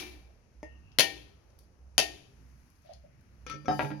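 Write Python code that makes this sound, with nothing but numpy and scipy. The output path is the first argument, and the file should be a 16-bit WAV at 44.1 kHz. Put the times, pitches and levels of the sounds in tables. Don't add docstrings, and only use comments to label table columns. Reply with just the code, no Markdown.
import sys
import numpy as np
from scipy import signal
from scipy.fft import rfft, irfft
from scipy.io import wavfile
from scipy.ndimage import uniform_filter1d

SR = 44100
rng = np.random.default_rng(int(sys.argv[2]) if len(sys.argv) > 2 else 0)


def digitize_waveform(pressure):
    field = np.atleast_2d(pressure).T
    bounded = np.clip(field, -1, 1)
    quanta = np.round(bounded * 32767).astype(np.int16)
    wavfile.write(sys.argv[1], SR, quanta)


def volts(x):
    e = np.asarray(x, float) / 20
    return 10 ** e


N = 176400

# pitch_hz, level_db
HUSH_COLOUR = [(30, -7), (65, 6.5), (130, 0), (300, -15.5), (2600, -24), (3500, -33.5), (6000, -26),
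               (15000, -37)]
# time_s, level_db
LEAF_BREEZE = [
    (0, -1),
    (.5, -4),
    (.8, -2.5),
    (1.5, -0.5),
    (1.849, -3.5),
    (2.399, 0.5),
    (3.0, -2.5),
    (4.0, 4),
]
# start_s, length_s, level_db
ENGINE_SWELLS = [
    (-.05, 0.39, -46.5),
    (0.553, 0.25, -47),
    (1.122, 0.16, -48),
    (1.577, 0.13, -51),
    (1.791, 0.37, -45),
    (2.338, 0.29, -49.5),
    (2.938, 0.099, -47.5),
    (3.384, 0.14, -45),
]
# pitch_hz, level_db, t60_s
OLD_RINGING = [(315.5, -73, 0.117), (350, -71, .15), (775, -75.5, .08), (1823, -78.5, .05),
               (2343, -71, 0.077), (2610, -76.5, 0.037)]
# pitch_hz, level_db
EARLY_ECHO_COLOUR = [(100, -12.5), (500, -3), (1400, -7), (2500, -1.5), (6000, -3.5), (16000, -7)]
# pitch_hz, level_db
LATE_ECHO_COLOUR = [(100, -5.5), (350, -2), (900, -3.5), (1400, -9), (2400, -0.5), (4000, -3), (7000, -7.5),
                    (16000, -10.5)]
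# start_s, length_s, level_db, pitch_hz
CREAKS = [
    (0.27, 0.042, -63, 620),
    (2.822, 0.081, -61, 640),
    (2.878, 0.064, -47, 657),
    (3.034, 0.027, -53.5, 582),
]
# start_s, crack_db, knock_db, contact_ms
AIM_TOUCH = (0.63, -46, -32.5, .12)
# pitch_hz, level_db, t60_s
AIM_TONES = [(322, -9, .2), (468.5, -9, .1), (620, 2, .035), (860, -8, 0.067), (1844, -17, .35),
             (2050, -9.5, .02), (2750, -22, .06), (5184, -19, .015), (6265, -17.5, .015)]
# start_s, length_s, level_db, pitch_hz
SCRAPES = [
    (0.641, 0.15, -67, 2750),
    (0.799, 0.19, -69, 2675),
    (1.582, .08, -70.5, 7080),
    (2.829, 0.14, -66, 2450),
    (3.469, 0.063, -47.5, 2180),
    (3.675, 0.25, -50, 8800),
    (2.299, 0.78, -70.5, 9010),
]
# start_s, level_db, pitch_hz
TICKS = [
    (0.917, -57, 3604),
    (1.501, -64, 6200),
    (1.588, -48, 9400),
    (2.7, -58, 10000),
    (2.754, -67.5, 9000),
    (2.933, -48, 5750),
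    (3.209, -62, 10200),
    (3.23, -72, 10500),
]
# start_s, crack_db, shell_db, hollow_db, blade_db
BLOWS = [(.9865, -11.5, -25.5, -31.5, -31.5), (.9872, -9.5, -35.5, -39, -28.5),
         (.9949, -11, -21.5, -34.5, -33), (0.9967, -10, -27, -38, -36.5), (1.0012, -16, -31.5, -40, -42),
         (1.0032, -11, -29.5, -34, -41), (1.0066, -10.5, -33.5, -36.5, -40),
         (1.0105, -17.5, -35.5, -40, -42.5), (1.9802, -6.5, -24, -18, -39),
         (1.9812, -7.5, -29.5, -27.5, -41.5), (1.991, -13.5, -25.5, -33.5, -42),
         (2.0, -17, -30, -28.5, -43.5)]
# pitch_hz, level_db
CRACK_COLOUR = [(150, -12), (500, 3.5), (1200, -0.5), (2500, 6.5), (5000, 5.5), (10000, 3), (16000, -4.5)]
# pitch_hz, level_db, t60_s
SHELL_TONES = [(206, -12, 0.02), (302, -12, 0.07), (483.8, -6, 0.04), (603, -2.5, 0.021), (962, -2, 0.019),
               (1390, -5.5, 0.016), (2205, -10, 0.083), (2621, -3, .05)]
# pitch_hz, level_db, t60_s
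HOLLOW_TONES = [(685.5, -1.5, 0.17), (726.4, -3, .08)]
# pitch_hz, level_db, t60_s
BLADE_TONES = [(786, -13, 0.32), (1840, -2, 0.32), (2310, -14.5, 0.35)]
# pitch_hz, level_db, t60_s
POT_TONES = [(178.1, -1.5, 0.3), (299.7, -5.5, .15), (344, -2, .2), (384.4, -3.5, 0.23)]
# start_s, crack_db, plank_db, knock_db, steel_db
TIP_TOUCHES = [
    (3.4655, -41, -53, -38.5, -39),
    (3.4985, -36.5, -50.5, -38.5, -55),
    (3.513, -53, -52, -43.5, -57),
    (3.525, -56, -50, -47.5, -54),
    (3.54, -55, -46.5, -46.5, -62),
    (3.555, -59, -51, -53, -60),
    (3.648, -71, -46, -65, -63),
    (3.657, -50.5, -53, -44, -58),
]
HANDLE_TOUCHES = [
    (3.6825, -45, -25.5, -18.5, -32.5),
    (3.695, -60, -37, -29, -56),
    (3.712, -57, -35, -25, -64),
    (3.735, -61.5, -37.5, -41, -63),
]
FLAT_TOUCHES = [
    (3.7935, -44, -39, -22, -52),
    (3.807, -39, -36.5, -28.5, -51),
    (3.826, -56, -30.5, -37.5, -71),
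    (3.848, -57, -37.5, -36.5, -67),
    (3.905, -55, -38, -41.5, -60),
    (3.915, -55.5, -34.5, -40.5, -53),
]
# pitch_hz, level_db, t60_s
TIP_TONES = [(494, -3, .1), (1168, -11, .08), (1322, 2.5, 0.11), (1597, -6, 0.052), (2190, -4.5, 0.044),
             (2370, -2, 0.046), (3381, -12, 0.058), (4350, -13, 0.018), (5750, -3.5, 0.034),
             (6412, -6, .03)]
# pitch_hz, level_db, t60_s
HANDLE_TONES = [(742, 3, 0.14), (869.5, -15.5, .4), (1053, -17, .1), (1190, -20, .1), (1297, -8, 0.078),
                (1606, -15, .1), (2325, -25.5, 0.085), (3760, -30, .15), (5114, -24, 0.09),
                (6245, -31.5, .2)]
# pitch_hz, level_db, t60_s
FLAT_TONES = [(648, -4.5, .1), (770, -2, 0.11), (866, -11, 0.79), (945, 1.5, 0.061), (1140, -3.5, .03),
              (1368, 0, 0.043), (1626, -2.5, 0.092), (1910, -5.5, 0.029), (2210, -18.5, .06),
              (2340, -4, 0.019), (3680, -24, .1)]
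# pitch_hz, level_db, t60_s, left_minus_right_db
PLANK_TONES = [(145.1, -1, 0.85, -9.5), (204.4, -10, 0.77, -4), (252, -3.5, 0.077, -3), (301, -3, 0.3, -12),
               (409, -11.5, 0.24, -12), (528.5, -7.5, 0.082, 11.5)]
# pitch_hz, level_db, t60_s
STEEL_TONES = [(1810, -15, 0.51), (3021, -12, 0.56), (4750, -24, 1.2)]
# level_db, t60_s
AIM_CHATTER = (-36, 0.061)
NUT_CHATTER = (-27.5, 0.084)
PLANK_CHATTER = (-30, 0.15)
STEEL_CHATTER = (-32.5, 0.053)
# pitch_hz, level_db
MIC_COLOUR = [(30, -5.5), (200, -3.5), (6300, -4.5), (7200, -14.5), (8300, -20.5), (10600, -3),
              (13000, -12.5), (16500, -18.5)]
# pitch_hz, left_minus_right_db
PORT_COLOUR = [(60, -4), (200, 1.5), (700, 1.5), (1300, 7.5), (2400, 4.5), (4400, 9), (9000, 5.5),
               (15000, -5)]

HUSH_DB, ALIKE_HZ, ENGINE_HZ = -55.5, 505, 63
EARLY_DB, EARLY_T60_S, LATE_DB, LATE_T60_S, ONSET_S = -26, 0.19, -41, 0.54, 0.0015
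OLD_RINGING_T60_S, CRACK_T60_S = 0.56, 0.0056
POTS_DB, POTS_T60_S = -81, 0.79
TIP_MS, HANDLE_MS, FLAT_MS = 0.11, 0.21, 0.3
THUD_DB, THUD_LOW_HZ, THUD_HIGH_HZ = 20.5, 120, 882
TOP_HZ = 16500


def read(table, hz):
    t = np.array(table, float)
    return np.interp(np.log(np.maximum(hz, 1)), np.log(t[:, 0]), t[:, 1])


def colour(x, table, scale=1):
    log_gain = scale * read(table, np.linspace(0, SR / 2, 2049)) * np.log(10) / 20
    cepstrum = irfft(log_gain)
    cepstrum[1:2048] *= 2
    cepstrum[2049:] = 0
    h = irfft(np.exp(rfft(cepstrum)))[:2048]
    h = h.reshape((1,) * (x.ndim - 1) + (-1,))
    return signal.fftconvolve(x, h, axes=-1)[..., :x.shape[-1]]


def fade(t60, size):
    return volts(-60 * np.arange(size) / SR / t60)


def add(out, s, x):
    i = int(round(s * SR))
    x = x[:, max(-i, 0):N - i]
    out[:, max(i, 0):max(i, 0) + x.shape[1]] += x


def lowpass(x, hz):
    return signal.lfilter(*signal.butter(2, min(hz, 18000), fs=SR), x)


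def pair(size):
    x = rng.standard_normal((3, size))
    return x[0] + 1.2 * signal.lfilter(*signal.butter(1, 700, "hp", fs=SR), x[1:])


def ring(modes, x):
    out, first = np.zeros(x.shape), np.argmax(x[0] != 0)
    for m in modes:
        hz, db, t60 = m[:3]
        r, w = np.exp(-np.log(1000) / (t60 * SR)), 2 * np.pi * hz / SR
        lean_db = np.array([[.5], [-.5]]) * (m[3] if len(m) > 3 else 0)
        drive = x[:, first:] + 1e-18
        tone = signal.lfilter([0, np.sin(w)], [1, -2 * r * np.cos(w), r * r], drive)
        out[:, first:] += volts(db + lean_db) * tone
    return out


def push(db, contact_ms, chatter):
    chatter_db, chatter_t60 = chatter
    x = pair(size=8192) * volts(chatter_db) * fade(chatter_t60, size=8192)
    x[:, 0] += 1
    return volts(db) * lowpass(x, 700 / contact_ms)


def crack(db, contact_ms):
    x = pair(size=2048) * fade(CRACK_T60_S, size=2048)
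    energy = np.sum(x ** 2, axis=1, keepdims=True)
    x = colour(x / np.sqrt(energy) * 7, CRACK_COLOUR)
    return volts(db) * lowpass(x, 1300 / contact_ms)


def burst(length, hz, width, grain_db):
    n = int(length * SR)
    grains_db = grain_db * np.repeat(rng.standard_normal(SR // 100), 100)
    x = rng.standard_normal((2, SR)) * volts(grains_db)
    band = [hz / (1 + width), min(hz * (1 + width), 20000)]
    x = signal.sosfilt(signal.butter(2, band, "bp", fs=SR, output="sos"), x)[:, :n]
    return x / x.std() * np.sin(np.pi * np.arange(n) / n) ** .7


def walk(rate):
    k = int(SR / rate)
    steps = np.repeat(rng.standard_normal(N // 500), k)[:N]
    return 1.3 * uniform_filter1d(uniform_filter1d(steps, k), k)


def hush():
    hz = np.fft.rfftfreq(N, 1 / SR)
    breeze_db = np.interp(np.arange(N) / SR, *np.array(LEAF_BREEZE).T)
    noise = rfft(rng.standard_normal((3, N)), axis=1) * volts(read(HUSH_COLOUR, hz))
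    alike = 1 / (1 + (hz / ALIKE_HZ) ** 2)
    noise = np.sqrt(alike) * noise[0] + np.sqrt(1 - alike * .9) * noise[1:]
    out = 0
    for centre_hz, depth_db in zip(2. ** np.arange(4, 15), np.linspace(3.5, 1.2, num=11)):
        octave = np.clip(1 - abs(np.log2(np.maximum(hz, 1) / centre_hz)), 0, 1)
        level_db = depth_db * walk(3) + (centre_hz > 700) * breeze_db
        out = out + irfft(noise * octave, N) * volts(level_db)
    return volts(HUSH_DB) * out / out.std()


def engine():
    t, swell = np.arange(N) / SR, 0
    for s, length, db in ENGINE_SWELLS:
        swell = swell + volts(db) * np.sin(np.pi * np.clip((t - s) / length, 0, 1)) ** 0.14
    pitch = ENGINE_HZ * (1 + .04 * walk(13))
    return swell * np.sin(2 * np.pi * np.cumsum(pitch) / SR)


def old_ringing():
    return ring(OLD_RINGING, pair(size=N) * fade(OLD_RINGING_T60_S, size=N))


def tail(early_db, late_db, size):
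    x = rng.standard_normal((2, 2, size))
    early = colour(x[0] * fade(EARLY_T60_S, size), EARLY_ECHO_COLOUR)
    late = colour(x[1] * fade(LATE_T60_S, size), LATE_ECHO_COLOUR)
    return volts(early_db) * early + volts(late_db) * late


def porch(x):
    onset = 1 - np.exp(-np.arange(SR) / SR / ONSET_S)
    h = tail(EARLY_DB, LATE_DB, size=SR) * onset
    return signal.fftconvolve(x, h, axes=1)[:, :N]


def prying():
    out = np.zeros((2, N))
    for s, length, db, hz in CREAKS:
        add(out, s, volts(db) * burst(length, hz, 0.11, 10.6))
    return out


def taking_aim():
    out, drive = np.zeros((2, 2, N))
    s, crack_db, knock_db, contact_ms = AIM_TOUCH
    add(out, s, crack(crack_db, contact_ms))
    add(drive, s, push(knock_db, contact_ms / 2, AIM_CHATTER))
    return out + ring(AIM_TONES, drive)


def scraping():
    out = np.zeros((2, N))
    for s, length, db, hz in SCRAPES:
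        width = .05 if s < 1 else .9
        add(out, s, volts(db) * burst(length, hz, width, 3))
    return out


def ticking():
    out = np.zeros((2, N))
    for s, db, hz in TICKS:
        add(out, s, volts(db) * burst(.005, hz, .7, 3))
    return out


def pots(cracks):
    echoes = pair(size=SR) * fade(POTS_T60_S, size=SR)
    drive = signal.fftconvolve(cracks, echoes, axes=1)[:, :N]
    return volts(POTS_DB) * ring(POT_TONES, drive)


def blows():
    cracks, shell, hollow, blade = np.zeros((4, 2, N))
    for s, crack_db, shell_db, hollow_db, blade_db in BLOWS:
        contact_ms = 0.08 + 0.01 * min(crack_db + 10, 0)
        add(cracks, s, crack(crack_db, contact_ms))
        add(shell, s, push(shell_db, contact_ms, NUT_CHATTER))
        add(hollow, s, push(hollow_db, contact_ms, NUT_CHATTER))
        add(blade, s, push(blade_db, contact_ms, NUT_CHATTER))
    nut = ring(SHELL_TONES, shell) + ring(HOLLOW_TONES, hollow)
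    return cracks + nut + ring(BLADE_TONES, blade) + pots(cracks)


def laying():
    out, plank, steel = np.zeros((3, 2, N))
    ways = ((TIP_TOUCHES, TIP_MS, TIP_TONES), (HANDLE_TOUCHES, HANDLE_MS, HANDLE_TONES),
            (FLAT_TOUCHES, FLAT_MS, FLAT_TONES))
    for touches, contact_ms, tones in ways:
        knock = np.zeros((2, N))
        for s, crack_db, plank_db, knock_db, steel_db in touches:
            add(out, s, crack(crack_db, contact_ms))
            add(plank, s, push(plank_db, contact_ms, PLANK_CHATTER))
            add(knock, s, push(knock_db, contact_ms / 2, STEEL_CHATTER))
            add(steel, s, push(steel_db, contact_ms / 2, STEEL_CHATTER))
        out = out + ring(tones, knock)
    thud = signal.lfilter(*signal.butter(1, [THUD_LOW_HZ, THUD_HIGH_HZ], "bp", fs=SR), plank)
    return out + ring(PLANK_TONES, plank) + ring(STEEL_TONES, steel) + volts(THUD_DB) * thud


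def scene():
    near = old_ringing() + prying() + taking_aim() + scraping() + ticking() + blows() + laying()
    near = signal.lfilter(*signal.butter(2, 110, "hp", fs=SR), near)
    out = near + porch(near) + hush() + engine()
    add(out, 0, tail(-30, -31.0, size=SR))
    return out


def low_pass(x):
    return signal.sosfilt(signal.butter(12, 16880, fs=SR, output="sos"), x)


def record(dry):
    x = colour(dry, MIC_COLOUR)
    x = np.array([colour(x[0], PORT_COLOUR, 0.5), colour(x[1], PORT_COLOUR, -0.71)])
    x = np.clip(x, -.97, .97)
    mix = signal.sosfilt(signal.ellip(8, .2, 70, TOP_HZ, fs=SR, output="sos"), x)
    return low_pass(mix)


dry = scene()
out = record(dry)
digitize_waveform(out)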